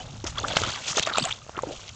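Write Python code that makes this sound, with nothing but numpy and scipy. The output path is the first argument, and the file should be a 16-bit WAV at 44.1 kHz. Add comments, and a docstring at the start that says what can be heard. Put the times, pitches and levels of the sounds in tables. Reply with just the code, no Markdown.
"""Animal in brush at night

An unseen animal pushes through brush right beside a small outdoor camera. Leaves crackle
in tiny snaps and swipe past; stems rub, slide, catch and knock, probably against the housing.
Its weight gives soft bumps, and the movement rumbles in the microphone over a steady hiss."""
import sys
import numpy as np
from scipy import signal
from scipy.io import wavfile

SR = 44100
rng = np.random.default_rng(int(sys.argv[2]) if len(sys.argv) > 2 else 0)


def wav_out(sig):
    """Save sig, one row per channel (or a flat mono array), as 16-bit PCM at SR to the path in sys.argv[1]."""
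    wavfile.write(sys.argv[1], SR, np.round(np.clip(np.atleast_2d(sig).T, -1, 1) * 32767).astype(np.int16))


N = 85995

# movement rumble (time [s], level [dB])
RUMBLE_LEVELS = [(0, -46.5), (.08, -43.5), (.18, -37.5), (.26, -53.5), (.32, -39.5), (.39, -39.5),
                 (.52, -41.5), (.68, -37), (.73, -49), (.88, -54.5), (.96, -53.5), (1.19, -49),
                 (1.235, -54), (1.28, -46.5), (1.41, -54.5), (1.6, -49.5), (1.71, -45.5), (1.8, -57),
                 (1.95, -47)]
# leaf crackle before trims (time [s], level [dB], relative treble [dB])
LEAF_LEVELS = [(0, -42, -3), (.04, -52, 0), (.23, -52, 1), (.285, -43.5, 5.5), (.35, -50, -0.5),
               (.4, -38.5, -6), (.435, -46, -1.5), (.47, -43, 4), (.49, -35, -8), (.55, -33.5, -4.5),
               (.58, -36.5, 5), (.65, -35.5, -6), (.695, -31, -2), (.72, -38, -1), (.755, -35.5, -6.5),
               (.81, -42, 0.5), (.86, -39, -1), (.885, -28, 0), (.915, -31, 5.5), (.935, -41.5, 4.5),
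               (.96, -35, 3), (.985, -31, 3.5), (1.004, -33.5, -1), (1.016, -39, -6), (1.034, -31, 1),
               (1.045, -40, -7), (1.06, -40.5, -1.5), (1.075, -35, -10), (1.09, -41, 0.5), (1.12, -46, -2),
               (1.15, -33, -6.5), (1.195, -29, -6.5), (1.215, -39.5, -8), (1.25, -31, -1),
               (1.27, -42.5, -12), (1.295, -38, 1), (1.34, -45, -0.5), (1.41, -55.5, 2.5), (1.54, -56.5, 3),
               (1.65, -51.5, -1), (1.73, -44, 0), (1.82, -48.5, 1), (1.88, -45, -5), (1.95, -54.5, 4)]
# stem rubbing before trims (time [s], level [dB], relative hollow part [dB])
STEM_LEVELS = [(0, -48.5, 9.5), (.06, -53.5, 9), (.22, -55.5, 3.5), (.238, -59, -2), (.25, -42, 5),
               (.27, -36, -1.5), (.29, -44.5, 1), (.34, -50, -2), (.39, -34, -4), (.42, -53.5, 15),
               (.46, -38.5, 5.5), (.5, -35.5, 2), (.55, -34, 0), (.59, -33.5, 1), (.63, -31.5, -2),
               (.69, -35.5, 2), (.72, -40, -2.5), (.77, -37, -4), (.83, -51, 3.5), (.86, -43, -3),
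               (.9, -34, -6), (.94, -42.5, 0.5), (.985, -29, -1), (1.015, -42.5, -4.5), (1.05, -47.5, 5),
               (1.085, -29.5, -8), (1.12, -38.5, 2), (1.16, -34.5, -9.5), (1.195, -32, 6.5),
               (1.22, -42, -4), (1.25, -30.5, -6.5), (1.32, -40, -7.5), (1.345, -52, 0), (1.45, -59, 2.5),
               (1.54, -50.5, -0.5), (1.575, -36.5, -3.5), (1.615, -47, -1.5), (1.69, -54, 15.5),
               (1.76, -51.5, 6), (1.8, -52.5, 5), (1.95, -59.5, 1)]
# leaves swiping past (time [s], length [s], level [dB], centre [Hz])
LEAF_SWIPES = [(.241, 0.0084, -39, 5830), (0.264, 0.027, -35, 5860), (.265, 0.021, -37, 3100),
               (0.473, 0.033, -43, 6900), (.874, 0.052, -44, 5810), (.968, 0.011, -30.5, 6330),
               (0.986, 0.0099, -31, 6170), (1.027, 0.0093, -32, 6200), (1.0626, 0.0096, -36, 5970),
               (1.305, 0.026, -32.5, 2920), (1.566, 0.0085, -39.5, 2930)]
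# stems sliding under changing tension (time [s], length [s], level [dB], start [Hz], end [Hz])
STEM_SLIDES = [(0.227, 0.12, -42, 93, 64), (1.208, 0.039, -36.5, 281, 212), (1.242, 0.038, -34, 620, 810),
               (1.273, 0.03, -40, 983, 1386), (1.649, 0.1, -42, 339.4, 307),
               (1.691, 0.065, -43.5, 427, 810)]
# thin, narrow fizz near 8 kHz (time [s], length [s], level [dB], start [Hz], end [Hz], width [Hz])
HIGH_FIZZ = (1.185, .125, -45, 7950, 7950, 520)
# soft bumps of the animal's weight (peak time [s], peak [dB], pitch [Hz], time scale [s])
WEIGHT_BUMPS = [(.047, -36.5, 134.5, 0.0069), (.136, -30.5, 144, 0.0051), (.302, -34.5, 63.6, .022),
                (.569, -21.5, 139.4, 0.0036), (.912, -34.5, 135.4, 0.0078), (1.003, -30, 132.7, 0.0061),
                (1.231, -26, 143, 0.0074), (1.322, -42.5, 84.4, 0.0081), (1.78, -39.5, 48, 0.013)]
# stems catching and slipping (peak time [s], peak [dB], pitch [Hz], time scale [s])
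STEM_SLIPS = [(0.01, -37, 3000, 0.0086), (.014, -41.5, 750, 0.016), (0.362, -39, 1380, 0.0086),
              (0.3786, -28, 1140, 0.0049), (0.384, -19, 3400, 0.002), (.391, -24, 4450, 0.0012),
              (.401, -25.5, 6440, 0.0011), (0.433, -30, 3530, 0.0023), (.438, -24.5, 370, 0.00095),
              (0.444, -17.5, 1200, 0.0023), (0.4493, -18, 1350, 0.0021), (0.523, -26, 3300, 0.0033),
              (0.5387, -26.5, 580, 0.0033), (.561, -18, 4200, 0.00056), (.5692, -7, 1380, 0.00091),
              (.5706, -12.5, 3200, 0.0015), (.603, -28.5, 6740, 0.0022), (0.629, -26.5, 3600, .0013),
              (0.651, -28, 1400, 0.0029), (.6961, -23.5, 1400, 0.001), (.683, -27, 3500, 0.0012),
              (0.704, -26.5, 4410, .0014), (0.738, -27, 4450, .002), (0.952, -29.5, 1310, 0.0014),
              (.9653, -27, 3350, 0.0036), (.9698, -20.5, 3700, 0.0015), (.9732, -14, 6400, 0.00084),
              (0.981, -18.5, 5500, 0.00087), (.996, -20, 3300, 0.00046), (.9961, -8, 6100, 0.00035),
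              (1.034, -15.5, 3680, 0.0012), (1.052, -19, 3810, 0.0012), (1.0735, -19.5, 1200, 0.0031),
              (1.098, -18.5, 1686, 0.00086), (1.1023, -23, 1500, 0.0021), (1.138, -16, 3790, 0.00077),
              (1.149, -28.5, 1335, 0.0033), (1.1568, -19.5, 1310, 0.0022), (1.1588, -16, 3875, 0.00053),
              (1.175, -16, 1120, .001), (1.181, -22.5, 1220, 0.0019), (1.1843, -12.5, 7400, 0.00077),
              (1.1846, -15, 2520, 0.0015), (1.195, -25, 2700, 0.00059), (1.1982, -20.5, 4100, 0.00076),
              (1.208, -28, 5100, 0.00093), (1.2234, -25.5, 3050, 0.0024), (1.224, -32.5, 1060, .0022),
              (1.2274, -20.5, 4650, 0.0018), (1.2408, -19.5, 3550, 0.0011), (1.2534, -14.5, 7100, 0.00058),
              (1.3262, -19, 3570, .0011), (1.559, -35, 1380, .004), (1.58, -23, 1100, 0.00076),
              (1.623, -30.5, 7000, .0006), (1.6373, -27.5, 900, 0.0042), (1.697, -28.5, 340, .002)]
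# stem knocks (time [s], thud [dB], thud pitch [Hz], thud decay [s], crack [dB], crack decay [s])
STEM_KNOCKS = [(0.2409, -23.5, 345, 0.0043, -39, 0.0038), (.2413, -32, 970, 0.0026, -51, .002),
               (0.384, -28, 615, 0.0015, -27.5, .002), (0.4831, -26, 1480, 0.0013, -20.5, 0.00087),
               (0.5671, -40, 1050, 0.00078, -14.5, 0.00092), (.5689, -10, 685, 0.0011, -14, .0034),
               (0.6169, -19, 440, 0.0017, -30, .0022), (0.6355, -15.5, 1330, 0.0019, -22, 0.0023),
               (.674, -23.5, 287, 0.0013, -32, .0017), (.7595, -38, 1120, 0.0023, -29.5, .002),
               (0.8376, -40.5, 1410, .001, -34, .002), (0.9702, -21, 432, 0.0039, -22, 0.0049),
               (.983, -18.5, 624, 0.0023, -28.5, .004), (0.9953, -18, 420, 0.00056, -12, 0.0011),
               (1.025, -33, 700, .002, -24, 0.0039), (1.0645, -34, 900, .001, -27, 0.0031),
               (1.0722, -18.5, 656, 0.0049, -20, 0.0012), (1.1722, -27, 800, 0.0015, -22.5, 0.0012),
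               (1.1833, -9, 674, 0.0015, -18, 0.00062), (1.2723, -23.5, 910, 0.0011, -33, 0.001),
               (1.4173, -41.5, 1220, 0.0064, -53, .002), (1.4655, -35, 620, 0.0011, -47, .0009),
               (1.4941, -23, 750, 0.00054, -45, 0.002), (1.576, -24.5, 367, 0.0039, -39.5, .0025),
               (1.5897, -15.5, 1098, 0.0022, -44, .002), (1.6342, -18, 521, 0.0047, -43, .0037),
               (1.6705, -24, 376, 0.0025, -46, .0022), (1.8792, -56, 900, 0.00092, -32.5, 0.0012),
               (1.8906, -50, 1300, .001, -33.5, 0.0037)]

# source spectra (frequency [Hz], relative level [dB])
HISS_SPECTRUM = [(20, -14.5), (120, 22), (300, 6), (700, -8), (1200, 10), (2000, -10.5), (3300, -13),
                 (4800, -4), (6800, 4), (7900, -44.5), (9000, -47)]
RUMBLE_SPECTRUM = [(15, -14), (30, -3.5), (45, -3.5), (80, 2), (125, 2.5), (170, -8), (260, -14),
                   (400, -31), (900, -60)]
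LEAF_SPECTRUM = [(900, -29.5), (2000, -6.5), (2700, 1.5), (3400, 3), (4300, -1), (5200, -9.5),
                 (7000, -25.5)]
LEAF_TOP_SPECTRUM = [(3000, -12), (4800, -4.5), (5900, -1), (7100, 0), (7900, -4), (9000, -17)]
SCRATCH_SPECTRUM = [(400, -38), (850, -3.5), (1350, 0), (1700, -6), (2200, -8.5), (3500, -30)]
HOLLOW_SPECTRUM = [(70, -26.5), (190, 2.5), (330, -2), (650, 5.5), (900, 0.5), (1500, -32)]
CRACK_SPECTRUM = [(200, -14), (900, -5), (1400, -8.5), (2050, 6), (3200, 8.5), (4800, -1), (6500, 1.5),
                  (7500, -2), (9000, -25.5)]


def amp(db):
    """Decibels to gain."""
    return 10 ** (np.asarray(db) / 20)


def unit(x):
    """Scale to rms 1."""
    return x / np.sqrt(np.mean(x ** 2) + 1e-20)


def add(mix, start_s, sound):
    """Mix a sound in at start_s."""
    part = mix[max(0, round(start_s * SR)):][:len(sound)]
    part += sound[:len(part)]


def curve(rows):
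    """Table columns interpolated per sample."""
    times_s, *columns = np.transpose(rows)
    return [np.interp(np.arange(N) / SR, times_s, c) for c in columns]


def colour(x, spectrum):
    """Minimum-phase filter of unit energy with the given spectrum."""
    hz, db = np.transpose(spectrum)
    bins_hz = abs(np.fft.fftfreq(8192, 1 / SR))
    log_gain = np.log(amp(np.interp(np.log(bins_hz + 1), np.log(hz), db)))
    response = np.exp(np.conj(signal.hilbert(log_gain)))
    impulse = np.fft.ifft(response).real[:len(bins_hz) // 2]
    return signal.fftconvolve(x, impulse / np.linalg.norm(impulse))[:len(x)]


def wander(size, width_hz):
    """Smooth complex noise, rms 1."""
    bins_hz = np.fft.fftfreq(size, 1 / SR)
    noise = np.fft.ifft(np.exp(2j * np.pi * rng.random(size) - (bins_hz / width_hz) ** 2))
    return noise / np.sqrt(np.mean(abs(noise) ** 2))


def grains(per_s, spread_db, band_hz, cycles, pitches=24):
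    """Tiny snaps of uneven size, each ringing a few cycles at its own pitch."""
    out = np.zeros(N)
    for hz in np.geomspace(*band_hz, pitches):
        size = amp(spread_db * np.minimum(rng.exponential(1, N), 3)) * rng.choice([-1, 1], N)
        snaps = size * (rng.random(N) < per_s / pitches / SR)
        radius = np.exp(-hz / cycles / SR)
        resonator = [1, -2 * radius * np.cos(2 * np.pi * hz / SR), radius * radius]
        out += hz * signal.lfilter([1, 0, -1], resonator, snaps)
    return unit(out)


def background(hiss_db=-57):
    """Movement rumbling in the microphone over steady hiss."""
    rumble_db, = curve(RUMBLE_LEVELS)
    rumble = amp(rumble_db) * unit(colour(rng.standard_normal(N), RUMBLE_SPECTRUM))
    hiss = amp(hiss_db) * unit(colour(rng.standard_normal(N), HISS_SPECTRUM))
    return rumble + hiss


def leaf_crackle(body_trim_db=-1, top_trim_db=-3):
    """Clumps of dense snaps; strength and brightness follow the movement."""
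    db, treble_db = curve(LEAF_LEVELS)
    clumps = np.tanh(unit(wander(N, width_hz=87).real))
    body = grains(per_s=2600, spread_db=3.6, band_hz=(1937, 5310), cycles=4.2)
    body = unit(colour(body, LEAF_SPECTRUM) * amp(3.7 * clumps))
    top = grains(per_s=4000, spread_db=4.7, band_hz=(4320, 7340), cycles=1.47)
    top = unit(colour(top, LEAF_TOP_SPECTRUM) * amp(2.3 * clumps))
    return amp(db + body_trim_db) * body + amp(db + treble_db + top_trim_db) * top


def stem_rub(scratch_trim_db=-1.5, hollow_trim_db=-4):
    """Stick-slip of stems: a woody scratch over a hollow part."""
    db, hollow_db = curve(STEM_LEVELS)
    clumps = np.tanh(unit(wander(N, width_hz=74).real))
    scratch = grains(per_s=1300, spread_db=3.6, band_hz=(788, 2700), cycles=2.3)
    scratch = unit(colour(scratch, SCRATCH_SPECTRUM) * amp(5.1 * clumps))
    hollow = grains(per_s=1100, spread_db=2.3, band_hz=(158, 1032), cycles=1.16)
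    hollow = unit(colour(hollow, HOLLOW_SPECTRUM) * amp(2.5 * clumps))
    return amp(db + scratch_trim_db) * scratch + amp(db + hollow_db + hollow_trim_db) * hollow


def friction_stroke(start_s, length_s, db, start_hz, end_hz, width_hz, skew):
    """Friction noise in a resonance running from start_hz to end_hz under one arch of pressure."""
    progress = np.arange(0, length_s, 1 / SR) / length_s
    turns = np.cumsum(start_hz * (end_hz / start_hz) ** progress) / SR
    noise = (wander(SR // 2, width_hz)[:len(progress)] * np.exp(2j * np.pi * turns)).real
    pressure = np.sin(np.pi * progress ** skew)
    return start_s, amp(db) * unit(pressure * noise)


def slip_or_bump(peak_s, db, hz, scale_s, glide_octaves=0.0404, roughness=0.36):
    """Brief rough ring of a stem slip or weight bump; pitch climbs, as when a stem tightens."""
    t = np.arange(-(SR // 20), SR // 20) / SR
    t = t[t > -peak_s]
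    envelope = 1 / np.cosh(t / scale_s * np.where(t < 0, 1.6, 2.314))  # dies faster than it swells
    turns = np.cumsum(hz * 2 ** (glide_octaves * np.tanh(t / scale_s))) / SR
    flutter = 1 + roughness * wander(len(t), width_hz=640 * np.sqrt(hz / 1500))
    ring = np.exp(2j * np.pi * turns) * flutter
    return peak_s + t[0], amp(db) * envelope * ring.real


def stem_knock(start_s, thud_db, hz, thud_decay_s, crack_db, crack_decay_s):
    """Stem impact: a heavily damped thud with a bright crack."""
    thud_rise_s, crack_rise_s = 0.00031, 0.00044
    t = np.arange(SR // 20) / SR
    push = (1 - np.exp(-t / thud_rise_s)) * np.exp(-t / thud_decay_s)
    low_cut = signal.butter(2, 0.15 * hz, "high", fs=SR)
    thud = signal.lfilter(*low_cut, push / push.max() * np.sin(2 * np.pi * hz * t))
    burst = (1 - np.exp(-t / crack_rise_s)) * np.exp(-t / crack_decay_s)
    crack = colour(burst / burst.max() * rng.choice([-1, 1], len(t)), CRACK_SPECTRUM)
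    return start_s, amp(thud_db) * thud + amp(crack_db) * crack


def scene():
    """Single contacts over rustle and background, mono."""
    mix = leaf_crackle() + stem_rub() + background()
    for row in STEM_KNOCKS:
        add(mix, *stem_knock(*row))
    for row in STEM_SLIPS + WEIGHT_BUMPS:
        add(mix, *slip_or_bump(*row))
    for start_s, length_s, db, hz in LEAF_SWIPES:
        add(mix, *friction_stroke(start_s, length_s, db, hz, hz, width_hz=0.2767 * hz, skew=0.56))
    for row in STEM_SLIDES:
        start_hz = row[3]
        add(mix, *friction_stroke(*row, width_hz=0.2 * start_hz, skew=0.4))
    add(mix, *friction_stroke(*HIGH_FIZZ, skew=0.67))
    return mix[None]


def record(dry, ceiling=0.8, rolloff_hz=8200, edge_hz=9100):
    """Small recorder: soft clip, treble roll-off, then a steep cut."""
    rounded = ceiling * np.tanh(dry / ceiling)
    dulled = signal.sosfilt(signal.butter(6, rolloff_hz, fs=SR, output="sos"), rounded)
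    steep_cut = signal.firwin(255, edge_hz, window=("kaiser", 9), fs=SR)
    return signal.oaconvolve(dulled, steep_cut[None], "same")


dry = scene()
out = record(dry)
wav_out(out)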